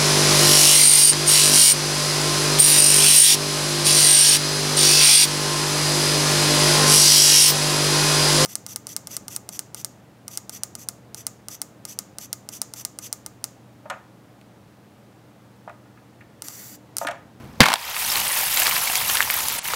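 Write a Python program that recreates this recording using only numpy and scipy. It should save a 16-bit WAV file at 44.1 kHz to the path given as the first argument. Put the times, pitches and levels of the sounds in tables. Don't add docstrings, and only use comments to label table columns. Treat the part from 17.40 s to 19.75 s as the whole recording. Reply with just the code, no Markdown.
import sys
import numpy as np
from scipy import signal
from scipy.fft import rfft, irfft, next_fast_len
from scipy.io import wavfile
from scipy.ndimage import uniform_filter1d, map_coordinates

SR = 44100
rng = np.random.default_rng(int(sys.argv[2]) if len(sys.argv) > 2 else 0)


def generate_wav(sig):
    pcm = np.round(np.clip(np.atleast_2d(sig).T, -1, 1) * 32767).astype(np.int16)
    wavfile.write(sys.argv[1], SR, pcm)


N = 103635
TOP_HZ = 15850


def amp(db):
    return 10 ** (np.asarray(db) / 20)


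def unit(x):
    return x / np.sqrt(np.mean(x ** 2) + 1e-20)


def clock(start=0):
    return np.maximum(np.arange(N) / SR - start, 0)


def curves(rows):
    seconds, *columns = np.transpose(rows)
    return [np.interp(clock(), seconds, column) for column in columns]


def wobble(rate):
    return map_coordinates(rng.standard_normal(4096), [clock() * rate], mode="wrap")


def colour(x, points):
    size = 2 * next_fast_len(N)
    hz, db = np.transpose(points)
    log_hz = np.log(np.fft.rfftfreq(size, 1 / SR) + 1)
    gain_db = np.interp(log_hz, np.log(hz), db)
    cepstrum = irfft(np.log(amp(gain_db)), size)
    cepstrum[1:size // 2] *= 2
    cepstrum[size // 2 + 1:] = 0
    return irfft(rfft(x, size) * np.exp(rfft(cepstrum)), size)[:N]


def add(out, s, sound):
    i = max(round(s * SR), 0)
    out[i:i + len(sound)] += sound[:max(N - i, 0)]


def ring(t, hz, t60):
    return np.sin(2 * np.pi * hz * t) * amp(-60 * t / t60)


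def grains(rate, low_hz, high_hz, cycles, spread_db, size=400):
    u = rng.random((16000, 4))[:int(rate * N / SR)]
    hz = np.minimum(low_hz * (high_hz / low_hz) ** u[:, 1:2], SR / 2)
    life = cycles / hz * np.exp(2 * u[:, 2:3] - 1)
    strength = amp(-spread_db * np.log(u[:, 3:] + 0.0099)) * np.sqrt(hz)
    waves = strength * ring(np.arange(size) / SR, hz, life)
    at = (u[:, :1] * N).astype(int) + np.arange(size)
    return unit(np.bincount(at.ravel(), waves.ravel(), N)[:N])


def knocks(rows, cycles, grit_t60, grit_colour):
    push, spit = np.zeros(N), np.zeros(N)
    t = np.arange(-SR // 200, SR // 20) / SR
    for s, db, hz, grit_db in rows:
        turns = hz * t
        shape = np.exp(-np.abs(turns) / np.where(turns < 0, cycles / 2, cycles))
        add(push, s + t[0], amp(db) * shape * np.cos(2 * np.pi * turns))
        rise = np.exp(np.minimum(t, 0) / 0.00098)
        add(spit, s + t[0], amp(db + grit_db - 60 * np.maximum(t, 0) / grit_t60) * rise)
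    push = signal.sosfilt(signal.butter(2, 520, "highpass", fs=SR, output="sos"), push)
    return push + spit * unit(colour(rng.standard_normal(N), grit_colour))


# frequency in Hz, relative level in dB, t60 in seconds.
CREEK_MODES = [(86, -14, 0.036), (158.4, -6, 0.064), (211, 4.5, 0.03), (516, 1.5, 0.025)]
# frequency in Hz, gain in dB.
BURST_COLOUR = [(300, -18), (900, 1.5), (2300, 5), (4500, -2), (9000, -17.5), (16000, -23)]
SLAM_S, BEND_LAG_S, THUD_ATTACK_S = .1982, .0037, 0.00069
BURST_S, BURST_DB, BURST_HOLD_S, BURST_T60 = .2047, 6.5, 0.0015, 0.016


def slam():
    thud = np.zeros(N)
    for hz, db, t60 in CREEK_MODES:
        t = clock(SLAM_S + BEND_LAG_S * np.sqrt(1000 / hz))
        thud += amp(db + 3) * ring(t, hz, t60) * (1 - np.exp(-t / THUD_ATTACK_S))
    burst = unit(colour(rng.standard_normal(N), BURST_COLOUR)) * (clock(BURST_S) > 0)
    return thud + burst * amp(BURST_DB - 60 * clock(BURST_S + BURST_HOLD_S) / BURST_T60)


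# time in seconds, level of the push in dB, pitch in Hz, grit in dB relative to the push.
SLAB_CRACKS = [(.2005, -14, 740, -23), (.2148, -0.5, 1620, -7), (.2195, -3.5, 1600, -10),
               (0.2309, -5.5, 1750, -15), (.2342, -4.5, 1840, -17), (0.2386, -4.5, 1570, -12),
               (.2447, -16, 1900, -14), (.2587, -6.5, 1290, -4.5), (0.2647, -3.5, 1020, -13.5),
               (.2765, -14, 2200, -10), (.2858, -4.5, 920, -8), (0.3032, -9, 1710, -10),
               (0.3192, -10, 1330, -6), (.3305, -11.5, 2130, -4), (.3392, -9, 900, -6),
               (.3578, -14.5, 3320, -8)]
# frequency in Hz, gain in dB.
CRUNCH_COLOUR = [(60, -37), (130, -15), (240, -4), (350, -10), (480, -14), (900, -3.5), (1700, -3.5),
                 (2500, 2), (5500, -6), (8000, -4.5), (12000, -3), (16000, -24)]
# frequency in Hz, gain in dB.
CRUMBLE_COLOUR = [(150, -35), (500, -12), (900, 0.5), (2200, 2), (5000, -6.5), (12000, -23)]
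# frequency in Hz, relative level in dB, t60 in seconds.
SLAB_MODES = [(790, 0, .18), (896, 0, .18), (940, 4, .22), (980, 2.5, .25), (1590, 1, .16), (1694, 1, .16),
              (2301, 8, 0.13)]
CRUNCH_DB, CRUNCH_FALL_DB_PER_S = -22, 52
CRUNCH_END_S, CRUNCH_RELEASE_DB_PER_S = 0.308, 258
CRUMBLE_DB, CRUMBLE_LEAD_S, CRUMBLE_TAIL_S = -15, 0.0012, .004


def break_up():
    now, t = clock(), clock(BURST_S)
    started = t > 0
    level_db = CRUNCH_DB - CRUNCH_FALL_DB_PER_S * t - CRUNCH_RELEASE_DB_PER_S * clock(CRUNCH_END_S)
    crunch = grains(rate=4000, low_hz=203, high_hz=16000, cycles=1.6, spread_db=3.5)
    crunch = unit(colour(crunch, CRUNCH_COLOUR)) * started * amp(level_db)

    crushing = np.zeros(N)
    for s, db, _, _ in SLAB_CRACKS:
        crushing += amp(db) * np.exp(np.minimum((now - s) / CRUMBLE_LEAD_S, (s - now) / CRUMBLE_TAIL_S))
    crumble = grains(rate=6000, low_hz=600, high_hz=9000, cycles=4.6, spread_db=2.5)
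    crumble = unit(colour(crumble, CRUMBLE_COLOUR)) * started * crushing * amp(CRUMBLE_DB)

    grit = [(80, -34), (800, -0.5), (2500, 1.0), (5000, -5.5), (8000, -14), (16000, -17)]  # (Hz, dB)
    cracking = crunch + crumble + knocks(SLAB_CRACKS, cycles=1.1, grit_t60=0.019, grit_colour=grit)
    modes = sum(amp(db) * ring(now[:SR // 2], hz, t60) for hz, db, t60 in SLAB_MODES)
    ringing = signal.fftconvolve(cracking, modes / np.linalg.norm(modes))[:N]
    return cracking + amp(-23.5) * ringing


def patches(x, patchy_db):
    spectrum = signal.stft(x, nperseg=256)[2]
    field = uniform_filter1d(rng.standard_normal(spectrum.shape), size=5, axis=0)
    field = uniform_filter1d(field, size=4, axis=1)
    return unit(signal.istft(spectrum * amp(patchy_db * unit(field)), nperseg=256)[1][:N])


# time in seconds, mean level of the clatter in dB, mean level of the treble in dB.
SPRAY_LEVELS = [(.3, -57, -61.5), (.39, -38.5, -40.5), (.48, -33, -37), (.6, -31, -26.5), (.72, -27, -23.5),
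                (.89, -29.5, -25.5), (1.0, -27, -23), (1.12, -30.5, -23.5), (1.2, -25.5, -21.5),
                (1.42, -29.5, -23.5), (1.56, -27.5, -23.5), (1.64, -30.5, -26.5), (1.71, -27, -21.5),
                (1.86, -32, -28), (1.96, -29.5, -26), (2.15, -32.5, -27.5), (2.35, -30, -29)]
# frequency in Hz, gain in dB.
CLATTER_COLOUR = [(100, -35), (220, -15), (350, -17.5), (600, -9.5), (930, 1), (1450, -2.5), (2300, 1.66),
                  (3300, -2), (5000, -1.5), (8000, -7), (16000, -43)]
# frequency in Hz, gain in dB.
FIZZ_COLOUR = [(1000, -17), (3000, 0.5), (5000, -6), (7000, -4), (9000, -2), (11800, 2), (14000, 0),
               (16000, -1.5)]
CHIPS_DB = -11.5


def spray():
    clatter_db, fizz_db = curves(SPRAY_LEVELS)
    bits = grains(rate=3500, low_hz=405.0, high_hz=9030, cycles=8.7, spread_db=3.0)
    bits = bits + amp(-2.5) * rng.standard_normal(N)
    chips = grains(rate=130, low_hz=1850, high_hz=6990, cycles=61, spread_db=3.5, size=1200)
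    ticks = grains(rate=2500, low_hz=3940, high_hz=15200, cycles=6.1, spread_db=4.5)
    tinkle = grains(rate=1300, low_hz=4520, high_hz=15920, cycles=65, spread_db=4.0)
    crumbs = ticks + amp(-1.5) * tinkle + amp(0.5) * rng.standard_normal(N)
    clumps_db = 1.05 * wobble(130)
    clatter = patches(colour(bits, CLATTER_COLOUR), patchy_db=1.0) + amp(CHIPS_DB) * chips
    fizz = patches(colour(crumbs, FIZZ_COLOUR), patchy_db=0.9)
    return clatter * amp(clatter_db + clumps_db) + fizz * amp(fizz_db + clumps_db)


# time in seconds, level of the push in dB, pitch in Hz, grit in dB relative to the push.
CHUNK_LANDINGS = [(.566, -14, 2260, -16), (.757, -9.5, 2710, -11), (.774, -12, 2600, -7),
                  (1.174, -12, 2500, -2.5), (1.220, -6.5, 2720, -10), (1.259, -14, 2230, 0),
                  (1.2663, -10, 2050, -7), (1.2693, 0.5, 3730, -20), (1.2795, -10, 1260, -10),
                  (1.312, -6, 2620, -22), (1.358, -8.5, 4800, -13.5), (1.366, -7.5, 1940, -12),
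                  (1.5557, -11, 2420, -3.5), (1.604, -12, 3400, -19), (1.615, -12, 2300, -13),
                  (1.699, -8.5, 2650, -7.5), (1.755, -11, 1500, -4.5), (1.771, -5.5, 2570, -9.5),
                  (1.8058, 2, 1760, -18.5), (1.8258, -9, 3020, -15), (1.9014, -5.5, 2280, -9),
                  (2.3361, -8.5, 1280, -12.5)]
CREEK_HZ, CREEK_T60, CREEK_DB = 490, .05, -18
CREEK_HEAVY_HZ = 1400


def chunks():
    hollow = np.zeros(N)
    for s, db, hz, _ in CHUNK_LANDINGS:
        if hz < CREEK_HEAVY_HZ:
            creek_hz = CREEK_HZ * rng.uniform(0.9, 1.14)
            hollow += amp(db + CREEK_DB) * ring(clock(s), creek_hz, CREEK_T60)
    grit = [(100, -29.5), (900, -1.5), (2600, 3), (6000, -5.5), (16000, -15)]  # (Hz, dB)
    return hollow + knocks(CHUNK_LANDINGS, cycles=1.0, grit_t60=0.018, grit_colour=grit)


# time in seconds, relative level in dB, pitch in Hz.
SHARD_PINGS = [(.648, -12.5, 5850), (.70, -9, 5320), (.756, -9.5, 4250), (0.8796, -7.5, 9400),
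               (.92, -9.5, 10700), (1.173, -9, 7500), (1.195, -9, 14600), (1.474, -13.5, 2270),
               (1.499, -11.5, 2680), (1.908, -6.5, 12100), (1.9408, -6.5, 14300), (1.966, -9, 12600),
               (2.005, -13, 6980), (2.186, -13.5, 8150)]
SHARD_T60 = .021


def shards():
    out, t = np.zeros(N), np.arange(SR // 20) / SR
    for s, db, hz in SHARD_PINGS:
        modes = ring(t, hz, SHARD_T60) + 0.46 * ring(t, hz * rng.uniform(0.62, 1.1), SHARD_T60)
        contact = 0.3 * rng.standard_normal(len(t)) * amp(-60 * t / 0.0059)
        add(out, s, amp(db - 5.0) * (modes + contact))
    return out


# time in seconds, peak level in dB, centre pitch in Hz.
SPLINTER_SNAPS = [(0.339, -1, 4440), (0.8017, -7.5, 9000), (1.2693, -6, 4500), (1.5553, -5.5, 5000),
                  (1.5632, -7, 13000), (1.772, -9, 11000), (2.0848, -4, 9500)]
SNAP_T60, SNAP_WIDTH_OCTAVES = 0.0037, 1


def snaps():
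    out, t = np.zeros(N), np.arange(SR // 50) / SR
    half = 2 ** (SNAP_WIDTH_OCTAVES / 2)
    for s, db, hz in SPLINTER_SNAPS:
        band = signal.butter(1, [hz / half, min(hz * half, TOP_HZ)], "bandpass", fs=SR, output="sos")
        click = signal.sosfilt(band, rng.standard_normal(len(t)) * amp(-60 * t / SNAP_T60))
        add(out, s, amp(db) * click / np.abs(click).max())
    return out


# start in seconds,
# length in seconds, rms level at the height of the swell in dB, # first pitch in Hz, last pitch in Hz.
GLIDING_NOTES = [(.298, 0.029, -25, 900, 1048), (0.316, .04, -30, 630, 665), (.705, .03, -31, 5300, 5400),
                 (1.578, .016, -27, 2900, 3900)]
SKID_ROUGH_RAD, SKID_JUDDER_HZ = .5, 243


def glides():
    out = np.zeros(N)
    for s, length, db, first_hz, last_hz in GLIDING_NOTES:
        hz = np.linspace(first_hz, last_hz, int(length * SR))
        knots = np.arange(len(hz)) * SKID_JUDDER_HZ / SR
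        judder = map_coordinates(rng.standard_normal(256), [knots], mode="wrap")
        note = np.sin(2 * np.pi * np.cumsum(hz) / SR + SKID_ROUGH_RAD * judder)
        add(out, s, amp(db + 3) * np.sqrt(np.hanning(len(hz))) * note)
    return out


# frequency in Hz, gain in dB.
BANK_COLOUR = [(70, -30), (160, -7), (260, -6), (800, -0.5), (3000, -2.5), (12000, -7.5)]
BANK_DB, BANK_T60 = -18.5, 0.25


def bank(x):
    t = clock(0.00435)
    tail = colour(rng.standard_normal(N) * (t > 0) * amp(-60 * t / BANK_T60), BANK_COLOUR)
    return amp(BANK_DB) * signal.fftconvolve(x, tail / np.linalg.norm(tail))[:N]


# time in seconds, mean level in dB.
AIR_LEVEL = [(.19, -41.5), (.34, -63), (.55, -51.5), (.66, -46.5), (1.0, -48), (2.35, -45.5)]
# frequency in Hz, gain in dB.
AIR_COLOUR = [(20, -42), (70, -3), (140, -2.5), (220, -6.5), (400, -16), (1000, -20), (4000, -38),
              (16000, -52)]


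def air():
    level_db, = curves(AIR_LEVEL)
    return unit(colour(rng.standard_normal(N), AIR_COLOUR)) * amp(level_db + 2.2 * wobble(12.06))


DIP_S, DIP_HOLD_S, DIP_RECOVER_S, DIP_DB = 2.194, 0.036, 0.02, 9
DIP_TREBLE_DB, DIP_TREBLE_S = 33, 0.03


def dip(x):
    started = clock(DIP_S) > 0
    depth = started * np.exp(-clock(DIP_S + DIP_HOLD_S) / DIP_RECOVER_S)
    dulled = started * np.exp(-(clock(DIP_S) / DIP_TREBLE_S) ** 10)
    low = signal.sosfiltfilt(signal.butter(4, 9500, fs=SR, output="sos"), x)
    return amp(-DIP_DB * depth) * (low + amp(-DIP_TREBLE_DB * dulled) * (x - low))


def scene():
    ice = slam() + break_up() + spray() + chunks() + shards() + snaps() + glides()
    return dip(ice + bank(ice) + air())[None]


def record(dry):
    taps = signal.firwin(301, TOP_HZ, fs=SR, window="blackman")
    return signal.fftconvolve(np.clip(dry, -1.0, 1.0), taps[None], mode="same")


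dry = scene()
out = record(dry)
generate_wav(out)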